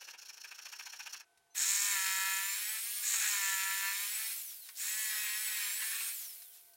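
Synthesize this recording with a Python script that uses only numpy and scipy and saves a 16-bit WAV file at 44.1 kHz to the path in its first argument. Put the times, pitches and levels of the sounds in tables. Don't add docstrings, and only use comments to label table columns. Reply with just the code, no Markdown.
import sys
import numpy as np
from scipy import signal
from scipy.fft import rfft, irfft, next_fast_len
from scipy.io import wavfile
from scipy.ndimage import uniform_filter1d, map_coordinates

SR = 44100
rng = np.random.default_rng(int(sys.argv[2]) if len(sys.argv) > 2 else 0)


def pcm_store(signal):
    levels = np.round(np.clip(np.atleast_2d(signal), -1, 1) * 32767)
    wavfile.write(sys.argv[1], SR, levels.astype(np.int16).T)


N = 298108
TIME = np.arange(N) / SR
SCENE_CHANGE_S = 1.246
SPIN_UP_S = 0.1

# time in seconds, speed in strokes per second.
SECOND_RUN = [(4.8, 178.1), (4.832, 197.3), (4.894, 211.4), (5.0, 217.4), (5.302, 209.5), (5.448, 217.3),
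              (5.708, 200.1), (5.78, 215.9), (6.11, 232.8)]
# touch in seconds, seated in the kerf in seconds, then levels in dB
CUTS = [(1.549, 1.887, -42.5, -50, -32.5, -43), (3.018, 3.35, -42.5, -50.5, -34.5, -52),
        (4.76, 4.895, -37, -49, -42.5, -52), (5.424, 5.475, -44, -49.5, -66, -62),
        (5.801, 5.823, -36, -42.5, -52.5, -57.5)]


def amp(db):
    return 10 ** (np.asarray(db) / 20)


def unit(x):
    return x / np.sqrt(np.mean(x ** 2) + 1e-20)


def along(points, hz):
    f, v = np.transpose(points)
    return np.interp(np.log(hz + 1), np.log(f), v)


def smooth(x, seconds):
    return uniform_filter1d(1. * x, size=max(1, int(seconds * SR)))


def wobble(rate):
    knots = rng.standard_normal(int(N * rate / SR) + 4)
    return unit(map_coordinates(knots, [TIME * rate]))


def sine(turns):
    return np.sqrt(2) * np.sin(2 * np.pi * turns)


def filtered(x, response):
    m = next_fast_len(N + SR // 2)
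    return irfft(rfft(x, m) * response(np.fft.rfftfreq(m, 1 / SR)), m)[:N]


def coloured(x, spectrum, size=2048):
    gain = amp(along(spectrum, np.fft.rfftfreq(size, 1 / SR)))
    cepstrum = irfft(np.log(gain))
    cepstrum[1:size // 2] *= 2
    cepstrum[size // 2 + 1:] = 0
    impulse = irfft(np.exp(rfft(cepstrum)))
    return unit(signal.fftconvolve(x, impulse)[:N])


def resonant(x, modes):
    def response(f):
        total = 0
        for k, (centre, width, db) in enumerate(modes):
            damping = 1j * f * width
            total = total + (-1) ** k * amp(db) * damping / (centre ** 2 - f * f + damping)
        return total
    return unit(filtered(x, response))


def grit(rate, depth_db):
    return unit(rng.standard_normal(N) * amp(depth_db * wobble(rate)))


def pulses(turns, scatter_db, jitter_s):
    whole = np.arange(1, int(turns[-1]))
    chance = rng.standard_normal((len(whole), 2))
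    at = (np.interp(whole, turns, TIME) + jitter_s * chance[:, 0]) * SR
    taps = at.astype(int)[:, None] + np.arange(-7, 9)
    offset = taps - at[:, None]
    shape = np.sinc(offset) * np.cos(np.pi * offset / 16) ** 2
    sized = shape * amp(scatter_db * chance[:, 1:])
    return np.bincount(np.clip(taps, 0, N - 1).ravel(), sized.ravel(), N)


def throb(turns, once, twice):
    angle = 2 * np.pi * turns
    return unit(np.exp(once * np.cos(angle) + twice * np.cos(2 * angle)))


def workshop(x):
    # frequency in Hz, 60 dB decay time in seconds.
    room_decay = [(200, 0.3), (2000, 0.27), (12000, 0.067)]
    hz, t, z = signal.stft(rng.standard_normal(SR // 4), SR, nperseg=256)
    fading = z * amp(-60 * t / along(room_decay, hz)[:, None])
    tail = signal.istft(fading, SR, nperseg=256)[1]
    return signal.fftconvolve(x, tail / np.linalg.norm(tail))[:N]


def background():
    # frequency in Hz, relative density in dB per Hz.
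    room_noise = [(25, -40), (80, -15.5), (170, -28), (270, -19), (430, -5.5), (570, -20.5), (700, -3.5),
                  (1000, -10.5), (1500, -16.5), (2200, -14), (6000, -18.5), (11500, -17.5), (15800, -43.5)]
    # frequency in Hz, mean level in dB.
    hum_tones = [(693, -82), (1520, -81)]
    hum = np.zeros(N)
    for hz, db in hum_tones:
        hum += amp(db + 2 * wobble(8)) * sine(hz * TIME + .7 * wobble(25) / (2 * np.pi))
    rumble_body = [(20, -18), (80, 1), (150, 0), (400, -28)]
    rumble = amp(-95 + 5.5 * wobble(9.8)) * coloured(rng.standard_normal(N), rumble_body)
    noise = amp(-76 + 0.44 * wobble(7.6)) * coloured(rng.standard_normal(N), room_noise)
    return (hum + rumble) * (TIME > SCENE_CHANGE_S) + noise


def knocks(t60_s=0.056, rise_s=.001):
    # start in seconds, level in dB of thud, clack and tick, relative to one another within a column.
    contacts = [(.148, -71, -71, -80), (1.148, -68, -45.5, -80), (1.374, -86, -73, -64.5),
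                (1.548, -70, -56, -49), (1.692, -59, -66, -58), (1.902, -82, -60, -40),
                (3.14, -84, -35.5, -58), (3.191, -65, -55, -62), (4.688, -84, -48, -46),
                (5.82, -90, -38, -50), (6.005, -98, -40.5, -56), (6.419, -90, -61, -49),
                (6.735, -90, -76, -61)]
    bodies = [[(30, -12), (90, -9), (400, -4), (900, 2), (3000, -67)],
              [(100, -54), (500, -38), (900, 11), (1700, 14.0), (2600, 17), (6000, -16)],
              [(200, -55), (1000, -50), (4200, 7), (5500, 3), (7600, 1), (10000, 6), (15000, -11)]]
    sound = np.zeros(N)
    for k, body in enumerate(bodies):
        envelope = np.zeros(N)
        for row in contacts:
            age = TIME - row[0]
            envelope += amp(row[k + 1] - 60 * np.abs(age) / t60_s) * np.clip(age / rise_s, 0, 1)
        sound += envelope * coloured(rng.standard_normal(N), body)
    return sound


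def squeak():
    start, end = 1.505, 1.546
    hz = 6070 + 3500 * np.clip(TIME - start, 0, end - start)
    phase = 2 * np.pi * np.cumsum(hz) / SR
    gate = uniform_filter1d(1. * ((TIME > start) & (TIME < end)), size=200)
    return gate * (amp(-70) * np.sin(phase) + amp(-82) * np.sin(phase * 2 / 3))


def swell(middle_s):
    bite_s, release_s = 0.012, 0.012
    t = TIME - middle_s
    return np.exp(-np.minimum(np.abs(t / np.where(t < 0, bite_s, release_s)), 4) ** 3)


def hand_saw():
    # middle in seconds, wood level in dB, blade level in dB before the blade trim.
    pushes = [(0.019, -51, -48.5), (.083, -49.5, -50.5), (0.143, -50.5, -54), (0.226, -59.5, -47),
              (0.297, -53.5, -45), (.377, -57, -49), (0.447, -49.5, -46.5), (.519, -50, -49),
              (0.59, -52.5, -49.5), (0.661, -49, -45), (0.73, -48.5, -44.5), (0.799, -47, -43.5),
              (0.867, -48, -44), (.935, -48.5, -45.5), (1.001, -46.5, -44), (1.068, -46, -44.5),
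              (1.139, -50.5, -40.5), (1.206, -55, -48)]
    # frequency in Hz, relative density in dB per Hz.
    board = [(120, -38), (230, -40), (330, -29), (560, -13.5), (650, -17), (870, -1), (1150, -8),
             (1580, 5.5), (2050, -4), (2650, 6.5), (3500, -8.5), (7000, -12.5), (15000, -22)]
    # frequency in Hz, relative density in dB per Hz.
    steel = [(400, -37), (1100, -26), (1500, -4.5), (2000, -33), (2800, -7), (3700, -15), (4300, -4),
             (4900, -9), (5500, 4.5), (6300, -4), (7000, -7), (7700, -15), (10000, -14.5), (15800, -16.5)]
    # frequency in Hz, width in Hz, relative level in dB.
    board_boom = [(296, 50, -8), (520, 80, 2)]
    pull_lead_s, wood_lag_s, blade_lead_s = 0.034, 0.0044, 0.001
    blade_trim_db = -2.5
    strokes = list(pushes) + [(s - pull_lead_s, -64.5, -48.5) for s, _, _ in pushes]
    wood = sum(amp(db) * swell(s + wood_lag_s) for s, db, _ in strokes)
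    blade = sum(amp(db + blade_trim_db) * swell(s + blade_lead_s * -1) for s, _, db in strokes) \
        if blade_lead_s < 0 else sum(amp(db + blade_trim_db) * swell(s - .001) for s, _, db in strokes)
    catches = unit(amp(1.45 * wobble(260)))
    ripping = wood * coloured(catches * grit(rate=1500, depth_db=1.0), board)
    ringing = blade * coloured(catches * grit(rate=1300, depth_db=1.0), steel)
    boom_db = -18 - 20 * TIME
    boom = wood * amp(boom_db) * resonant(rng.standard_normal(N), board_boom)
    sound = ripping + ringing + boom
    return (sound + amp(-9.5) * workshop(sound)) * (TIME < SCENE_CHANGE_S)


def motor():
    # time in seconds, speed in strokes per second.
    first_run = [(1.56, 167.1), (1.64, 190.3), (1.68, 195.6), (1.85, 203.4), (1.92, 200.3), (1.99, 190.3),
                 (2.37, 192.2), (2.53, 197.3), (2.71, 216.9), (2.77, 219.2), (2.88, 237.7), (3.04, 243.0),
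                 (3.14, 233.0), (3.15, 225.6), (3.33, 202.8), (3.42, 195.7), (3.59, 192.2), (3.92, 196.3),
                 (4.07, 204.2), (4.17, 217.8), (4.29, 223.0), (4.34, 230.0)]
    coast_s = 0.403
    free_rate, loaded_rate = 241, 189.7
    inertia_s = 0.1
    speed, driven = np.zeros(N), np.zeros(N)
    for run in (first_run, SECOND_RUN):
        s, rate = np.transpose(run)
        run_up = np.clip(1 + (TIME - s[0]) / SPIN_UP_S, 0, 1)
        coast = np.exp(-np.maximum(TIME - s[-1], 0) / coast_s)
        speed = np.maximum(speed, np.interp(TIME, s, rate) * run_up * coast)
        driven += (run_up > .5) & (TIME < s[-1])
    settled = speed + inertia_s * np.gradient(speed) * SR
    load = driven * np.clip((free_rate - settled) / (free_rate - loaded_rate), 0, 1.1)
    return speed, np.abs(smooth(driven, seconds=0.026)), smooth(load, seconds=0.092)


def entries():
    attack_s, chatter_fall_db_per_s = 0.068, 16.5
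    entering, scrape, chatter = np.zeros((3, N))
    for touch, seated, _, _, chatter_db, scrape_db in CUTS:
        age = np.maximum(TIME - touch, 0)
        rise = np.minimum(age / attack_s, 1)
        loose = rise * smooth(TIME < seated, seconds=.03)
        entering += loose
        scrape += amp(scrape_db) * loose
        chatter += amp(chatter_db - chatter_fall_db_per_s * age) * rise
    return entering, scrape, chatter


def crank_shake(turns, driven, air_db):
    # multiple of the stroke rate, level in dB relative to the air.
    shake = [(1, -53.5), (2, -41), (3, -46.5)]
    harmonics = sum(amp(db) * sine(round(k) * turns) for k, db in shake)
    return amp(air_db + 1.9 * wobble(25)) * driven * harmonics


def crank_clatter(turns, driven, load, air_db):
    # frequency in Hz, relative level in dB.
    clatter = [(300, -39.5), (1500, -5), (2500, 1.5), (3300, -2), (3800, -6), (4300, 4), (4800, -9),
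               (5300, -0.5), (6500, -6), (9000, -20.5), (15000, -1)]
    level_db = air_db - 0.5 - 6.9 * (1 - load) - 10.3 * (1 - driven)
    return amp(level_db) * coloured(pulses(turns, scatter_db=2.6, jitter_s=.000004), clatter)


def fan_tones(turns, driven, air_db):
    # multiple of the stroke rate, relative level in dB.
    fan = [(44.25, -4), (45.25, -4), (46.25, 1), (47.25, -2), (48.25, -2), (49.25, -5), (54.5, -7),
           (55.5, -4), (57.5, -7)]
    tones = np.zeros(N)
    for k, db in fan:
        tones += amp(db + 2 * wobble(14)) * np.sin(2 * np.pi * k * turns + .25 * wobble(90))
    return amp(air_db - 9.5) * driven * tones


def air_rush(turns, driven, air_db):
    # frequency in Hz, relative density in dB per Hz.
    air = [(300, -48), (900, -16.5), (2000, -7.5), (3400, -1.5), (4200, -1), (4800, -2.5), (5300, 1),
           (5900, -1.5), (6900, -1), (9500, 2.5), (12000, 5), (15800, 3)]
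    hiss_hz = 8250
    rush = coloured(grit(rate=810, depth_db=0.8) * throb(turns, once=0.02, twice=0.11), air)
    hiss = filtered(rush, lambda hz: 1 - 1 / (1 + (hz / hiss_hz) ** 6))
    body_db = (-2 + 2.6 * wobble(22)) * (1 - driven)
    return amp(air_db + 2.5) * (hiss + amp(body_db) * (rush - hiss))


def blade_chatter(turns, driven, gain):
    # frequency in Hz, width in Hz, relative level in dB.
    chatter = [(4140, 650, -12), (5530, 410, -11), (6650, 460, -1), (7250, 450, 1), (7700, 520, -0.5),
               (8820, 480, -9)]
    slaps = grit(rate=350, depth_db=2.0) * throb(turns, once=0.11, twice=0.78)
    return driven * gain * amp(3.5) * resonant(slaps, chatter)


def edge_scrape(gain):
    # frequency in Hz, relative density in dB per Hz.
    scrape = [(500, -31.5), (2500, -33.5), (3700, -8), (4700, -9), (5500, 8.5), (6200, -9), (10000, -17)]
    return gain * coloured(grit(rate=270, depth_db=2.5), scrape)


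def tooth_rasp(turns, contact, rasp_db):
    # frequency in Hz, relative density in dB per Hz.
    rasp = [(100, -45), (280, -48), (420, -29), (600, -28.5), (850, -11.5), (1250, -6.5), (1700, 9.5),
            (2050, 0.5), (2500, 6), (3000, -6.5), (4200, 3), (5000, -18), (9000, -36)]
    tearing = grit(rate=270, depth_db=1.5) * throb(turns, once=0.032, twice=0.041)
    return contact * amp(rasp_db + 3.5) * coloured(tearing, rasp)


def gear_whine(turns, driven, octaves):
    teeth = 37
    whine_db = -48 + 18 * octaves - 4.5 * (1 - driven)
    looseness_rad = 0.24 + .25 * (1 - driven)
    level = amp(whine_db + 2.25 * wobble(25) + 2.16 * wobble(70))
    return level * sine(teeth * turns + looseness_rad * wobble(250) / (2 * np.pi))


def blade_knocks(turns, load, contact, knock_db):
    # frequency in Hz, relative level in dB.
    first_sheet = [(190, -43.5), (580, -51), (780, -13), (970, -0.5), (1150, -10), (1360, 3.5), (1550, -12),
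                   (1740, 8.5), (1950, 2.5), (2250, -3), (2500, -1), (3300, -13.5), (8000, -34.5),
                   (15000, -47.5)]
    # frequency in Hz, relative level in dB.
    second_sheet = [(210, -46.5), (640, -34), (850, -21.5), (1070, -3), (1290, -7), (1500, -18),
                    (1710, 11.5), (1930, 7.5), (2150, -3.5), (2330, -5), (2560, 1), (3000, -10), (3700, -8),
                    (5000, -16), (15000, -44)]
    # frequency in Hz, width in Hz, relative level in dB.
    shoe_rings = [(2477, 160, -2), (3140, 170, 3.5), (3800, 98, 2), (4206, 110, -4), (5270, 76, -6),
                  (5730, 160, -13)]
    bend_delay_s, bend_hz = .006, 1002
    lift = pulses(turns, scatter_db=1.1, jitter_s=.000006)
    push_back = pulses(turns + .5, scatter_db=2.5, jitter_s=.00002)
    blows = lift - .15 * push_back
    in_first_run = TIME < SECOND_RUN[0][0] - SPIN_UP_S
    sheet = np.where(in_first_run, coloured(blows, first_sheet), coloured(blows, second_sheet))
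    spread = filtered(sheet, lambda hz: np.exp(-2j * np.pi * bend_delay_s * 2 * np.sqrt(hz * bend_hz)))
    shoe_db = -61 + 11 * load
    return contact * (amp(knock_db) * spread + amp(shoe_db) * resonant(blows, shoe_rings))


def jigsaw():
    switch_on_s, fade_in_s = 1.543, 0.019
    contact_load = 0.092
    air_full_rate = 205.5
    speed, driven, load = motor()
    entering, scrape_gain, chatter_gain = entries()
    cut = np.maximum(np.searchsorted([row[0] for row in CUTS], TIME) - 1, 0)
    _, _, full_knock_db, full_rasp_db, _, _ = smooth(np.array(CUTS)[cut].T, seconds=0.045)
    contact = np.clip(load / contact_load, 0, 1)
    knock_db = full_knock_db - 23.5 * (1 - load) + 1 * entering + 1.8 * wobble(14)
    rasp_db = full_rasp_db - 11.5 * (1 - load) + 5.5 * entering + 2.8 * wobble(20)
    octaves = np.log2(np.minimum((speed + 1) / air_full_rate, 1))
    air_db = -42 + 1.36 * load + 10.5 * octaves
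    turns = np.cumsum(speed * (1 + 0.00077 * wobble(60))) / SR

    tones = crank_clatter(turns, driven, load, air_db) + fan_tones(turns, driven, air_db)
    sound = amp(-3) * tones + amp(-2) * workshop(tones)
    sound += crank_shake(turns, driven, air_db)
    sound += air_rush(turns, driven, air_db)
    sound += blade_chatter(turns, driven, chatter_gain)
    sound += edge_scrape(scrape_gain)
    sound += tooth_rasp(turns, contact, rasp_db)
    sound += gear_whine(turns, driven, octaves)
    sound += blade_knocks(turns, load, contact, knock_db)
    return sound * np.clip((TIME - switch_on_s) / fade_in_s, 0, 1)


def scene():
    contacts = knocks()
    mono = background() + contacts + amp(-8) * workshop(contacts) + squeak() + hand_saw() + jigsaw()
    return np.array([mono, mono])


def record(dry):
    top_hz = 15850
    return np.array([filtered(channel, lambda hz: hz < top_hz) for channel in dry])


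dry = scene()
out = record(dry)
pcm_store(out)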